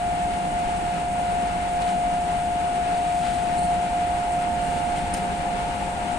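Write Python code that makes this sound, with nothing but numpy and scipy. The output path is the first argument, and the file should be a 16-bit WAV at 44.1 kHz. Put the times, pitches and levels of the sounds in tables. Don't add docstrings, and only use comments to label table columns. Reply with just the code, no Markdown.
import sys
import numpy as np
from scipy import signal
from scipy.fft import rfft, irfft
from scipy.io import wavfile

SR = 44100
rng = np.random.default_rng(int(sys.argv[2]) if len(sys.argv) > 2 else 0)


def generate_wav(signal):
    frames = np.transpose(np.atleast_2d(signal))
    scaled = np.clip(frames, -1, 1) * 32767
    pcm = np.round(scaled).astype(np.int16)
    wavfile.write(sys.argv[1], SR, pcm)


N = 272538
TIME, FREQ = np.arange(N) / SR, np.fft.rfftfreq(N, 1 / SR)


# (time [s], level before trim [dB], left minus right [dB])
WHINE_SWELL = [(0, -28.5, 0), (.22, -26.5, .5), (.36, -28.5, -0.5), (.7, -27.5, -1), (.93, -29.5, -3),
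               (1.22, -28, 0), (1.4, -26, 1), (1.58, -29, -1), (1.78, -26.5, -.5), (1.87, -26, 2),
               (2.12, -25.5, 1), (2.22, -27, 0), (2.35, -26.5, 2), (2.62, -27.3, 2), (3.03, -25, 2),
               (3.4, -28, 6.5), (3.6, -24, 1.5), (3.74, -25.5, 0.5), (3.84, -26.5, 1.5), (3.89, -30, 0),
               (3.95, -25.5, 0), (4.07, -25.5, -2.5), (4.2, -27.5, -5), (4.3, -26, -1.5), (4.6, -28.5, -7),
               (4.84, -30.5, -10), (4.96, -29.5, -5.5), (5.07, -32, -2), (5.21, -28.5, 0),
               (5.38, -32.5, -7), (5.48, -29.5, -3.5), (5.56, -31.5, -7), (5.73, -31, -2), (5.8, -32, -3),
               (6.0, -33, 1), (6.1, -30, 7), (6.18, -32, 6)]
# (time [s], right channel's phase lead [rad])
WHINE_LEAD = [(0, 1.14), (.38, .72), (.75, 1.1), (1.05, 0.63), (1.38, 1.2), (1.6, .55), (1.8, 1.05),
              (2.1, 0.79), (3.0, 0.92), (3.17, 0.85), (3.42, 1.03), (3.95, 0.52), (4.1, 0.53), (4.95, -0.1),
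              (5.85, -.1), (6.0, -0.41), (6.18, 0.038)]

def blade_whine(phase, trim_db=1.94, scatter_db=-45, scatter_hz=18):
    swell_db, pan_db = curves(WHINE_SWELL)
    gain = undb(swell_db + trim_db + 0.3 * walk(12))
    direct = fan_tone(phase, rough=0.083, flutter_hz=16, lead=curves(WHINE_LEAD)[0])
    scatter = [walk(scatter_hz) * np.cos(phase) + walk(scatter_hz) * np.sin(phase) for _ in range(2)]
    return direct * gain * pan(pan_db) + undb(scatter_db) * np.array(scatter)


# (time [s], offset [Hz])
WHINE_BEND = [(0, .2), (2.1, .2), (2.5, 0), (5.55, 0), (5.8, .9)]
# (multiple of the shaft rate, level [dB], left minus right [dB])
SIDE_TONES = [(10, -58.5, 9), (11, -49, -8.5), (13, -45, 11.5), (24, -55, 1), (48, -59.5, 7)]

def cooling_fan(shaft_hz=58.955, blades=12, load_start_s=3.4, load_rise_s=0.28):
    speed_hz = shaft_hz * (1 + 0.00015 * walk(1.64)) + curves(WHINE_BEND)[0] / blades
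    shaft = 2 * np.pi * np.cumsum(speed_hz) / SR
    tones = blade_whine(blades * shaft)
    ninth_db = np.interp(TIME, [load_start_s, load_start_s + load_rise_s], [-52, -45])
    tones += fan_tone(9 * shaft, rough=0.46, flutter_hz=7, lead=0.22) * undb(ninth_db)
    for order, db, pan_db in SIDE_TONES:
        side = fan_tone(order * shaft + 1.4, rough=0.22, flutter_hz=7, lead=0.7)
        tones += side * undb(db) * pan(pan_db)
    return tones


def fan_tone(phase, rough, flutter_hz, lead):
    def eddy():
        return walk(flutter_hz) + 1j * walk(flutter_hz)
    shared = eddy()
    flutter = np.array([unit(shared + 0.26 * eddy()) for _ in range(2)])
    carrier = np.exp(1j * (phase + lead * np.array([[0], [1]])))
    return unit(np.real((1 + rough * flutter) * carrier))


# (frequency [Hz], relative level [dB])
DUCT_COLOUR = [(560, -16.5), (660, -10.5), (750, -8.5), (810, -4.5), (870, -4), (925, -9.5), (1010, -20),
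               (1200, -50)]
# (time [s], level [dB])
DUCT_SWELL = [(0, -38), (.9, -36.5), (1.3, -37.5), (1.9, -36.3), (2.45, -37.5), (2.95, -37), (3.6, -37),
              (4.2, -35.5), (4.7, -34.5), (5.2, -35), (6.18, -34)]

def duct_roar():
    roar = noise(DUCT_COLOUR, coherence=0.93, lag_ms=0.042, pan_db=6.0)
    return roar * undb(curves(DUCT_SWELL)[0] + 0.5 * walk(7.9))


# (frequency [Hz], relative level [dB])
AIR_COLOUR = [(200, -12), (340, 6), (480, 5.5), (620, 4.5), (800, 5), (1080, 1), (1400, 3.5), (1900, -1.5),
              (2130, 0.5), (2600, -1.5), (2870, -2), (3150, -6), (4300, -10.5), (5400, -15), (6800, -18),
              (11000, -39)]
# (frequency [Hz], coherence [0-1], left minus right [dB])
AIR_IMAGE = [(327, 1, 6.5), (580, 0.92, -3.5), (1015, 0.81, 9), (1360, 0.3, 3), (1850, 0.28, 4.5),
             (2160, 0.27, 5.5), (2230, 0.25, 0.5), (2730, 0.36, 5), (3540, 0.04, 4), (4280, 0.13, -2.5),
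             (8000, 0, 7)]

def rushing_air(level_db=-34.5):
    coherence, pan_db = spectra(AIR_IMAGE)
    rush = noise(AIR_COLOUR, coherence, lag_ms=0.48, pan_db=pan_db)
    return rush * undb(level_db + 0.8 * walk(8.5))


# (frequency [Hz], relative level [dB])
RUMBLE_COLOUR = [(12, 1), (24, -2), (42, 2), (51, 1.5), (60, 3), (75, 0.5), (92, -2.5), (114, -7),
                 (142, -2.5), (155, 1), (167, -1), (186, 4.5), (215, -4), (245, -3), (295, -3.5),
                 (350, -12.5), (480, -29)]
# (time [s], gain [dB])
RUMBLE_SWELL = [(0, -1), (0.5, 1), (1.1, -1), (1.45, 0), (1.9, -1), (2.2, 0), (2.7, -1.5), (3.15, -2),
                (3.35, 1.8), (3.75, 0.5), (4.15, -1), (5.1, 1.5), (5.5, 0), (6.18, -0.5)]

def machinery_rumble(level_db=-33.5):
    rumble = noise(RUMBLE_COLOUR, coherence=0.95, lag_ms=0.26, pan_db=4.5)
    return rumble * undb(level_db + curves(RUMBLE_SWELL)[0])


# (frequency [Hz], level before the envelope [dB])
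SNAP_MODES = [(8700, -29), (8930, -24), (9420, -27)]
# (start [s], level [dB], rise [s], decay time constant [s])
CRUMBLES = [(5.139, -30.5, .0012, .0075), (5.166, -41, .005, .016)]
# (frequency [Hz], relative level [dB])
CRUMBLE_COLOUR = [(2000, -8), (2900, 5), (3800, -18), (5000, 2.5), (6000, 2), (6500, 0), (6950, 5),
                  (7700, -8), (8700, 2), (9600, 2), (10600, -4), (11400, -13), (13200, -8)]

def snap(start_s=5.1368, rise_s=0.0007, decay_s=0.0043):
    age = np.maximum(TIME - start_s, 0)
    modes = sum(undb(db) * np.sin(2 * np.pi * hz * age) for hz, db in SNAP_MODES)
    ring = modes * (1 - np.exp(-age / rise_s)) * np.exp(-age / decay_s)
    crumble = noise(CRUMBLE_COLOUR, coherence=0.63) * grain(depth_db=0.5, rate_hz=700)
    return (ring + crumble * bursts(CRUMBLES)) * pan(-2.7)


# (start [s], level [dB], rise [s], decay time constant [s])
RUSTLES = [(1.805, -38, 0.017, .028), (1.85, -38.5, 0.03, 0.055), (2.82, -44, 0.15, .45),
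           (3.1, -38.5, .17, 0.18), (3.6, -48, 0.037, 0.066), (4.58, -44, 0.18, .13),
           (4.93, -39.5, 0.039, 0.09), (5.14, -36, 0.008, 0.023), (5.166, -41, .006, 0.031)]
# (frequency [Hz], relative level [dB])
RUSTLE_COLOUR = [(700, -26), (1400, 9.5), (2900, 7), (4400, 2), (5700, -5), (7000, -1), (9000, 2),
                 (11000, -15), (13500, -27)]

def rustles():
    friction = noise(RUSTLE_COLOUR, coherence=0.77, pan_db=4.0)
    return friction * grain(depth_db=1.6, rate_hz=250) * bursts(RUSTLES)


# (start [s], level [dB], rise [s], decay time constant [s])
SCUFFS = [(3.558, -39, 0.029, .05), (3.61, -42, 0.023, 0.062), (4.6, -48.5, 0.024, .2),
          (5.166, -49, 0.011, 0.065)]
# (frequency [Hz], relative level [dB])
SCUFF_COLOUR = [(3000, -24), (4300, 4), (5200, -14), (6800, -10), (7700, 4), (8450, 3), (8670, 14),
                (8850, 6), (9050, 6), (9350, 0), (9580, 2), (9740, 9), (9950, -3), (10400, -10),
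                (13000, -30)]

def scuffs():
    friction = noise(SCUFF_COLOUR, coherence=0.83, pan_db=-2.0)
    return friction * grain(depth_db=2.4, rate_hz=900) * bursts(SCUFFS)


def undb(db):
    return 10 ** (np.asarray(db) / 20)


def unit(x):
    return x / np.sqrt(np.mean(np.abs(x) ** 2))


def curves(table):
    times, *columns = np.transpose(table)
    return [np.interp(TIME, times, column) for column in columns]


def spectra(table):
    hz, *columns = np.transpose(table)
    return [np.interp(np.log(FREQ + 1), np.log(hz), column) for column in columns]


def pan(db):
    return undb(np.array([np.atleast_1d(db), -np.atleast_1d(db)]) / 2)


def walk(rate_hz):
    return unit(irfft(rfft(rng.standard_normal(N)) * np.exp(-(FREQ / rate_hz) ** 2), N))


def grain(depth_db, rate_hz):
    return unit(undb(depth_db * walk(rate_hz)))


def noise(colour, coherence, lag_ms=0, pan_db=0):
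    direct, *diffuse = rfft(rng.standard_normal((3, N)))
    share = np.clip(coherence, 0, 1)
    delay = np.exp(-2j * np.pi * FREQ * lag_ms / 1000)
    stereo = np.sqrt(share) * np.array([direct * delay, direct]) + np.sqrt(1 - share) * np.array(diffuse)
    skirts = np.minimum(1, np.minimum(FREQ / colour[0][0], colour[-1][0] / (FREQ + 1))) ** 4
    return unit(irfft(stereo * undb(spectra(colour)[0]) * skirts * pan(pan_db), N))


def bursts(table):
    power = np.zeros(N)
    for start, db, rise, decay in table:
        age = TIME - start
        attack = np.clip(age / rise, 0, 1)
        tail = np.exp(-np.maximum(age - rise, 0) / decay)
        power += (undb(db) * attack * tail) ** 2
    return np.sqrt(power)


def scene():
    locomotive = cooling_fan() + duct_roar() + rushing_air() + machinery_rumble()
    return locomotive + rustles() + scuffs() + snap()


# (frequency [Hz], relative level [dB])
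HISS_COLOUR = [(4000, -19), (6200, -7.5), (7400, -1), (8900, 2.5), (9500, -0.5), (10200, -8), (11300, -15),
               (13500, -32)]

def record(dry, hiss_db=-47, cutoff_hz=13600):
    hiss = noise(HISS_COLOUR, coherence=0.9, pan_db=-4.0) * undb(hiss_db + walk(35))
    lowpass = signal.ellip(8, 0.2, 70, cutoff_hz, fs=SR, output="sos")
    return signal.sosfilt(lowpass, dry + hiss)


dry = scene()
out = record(dry)
generate_wav(out)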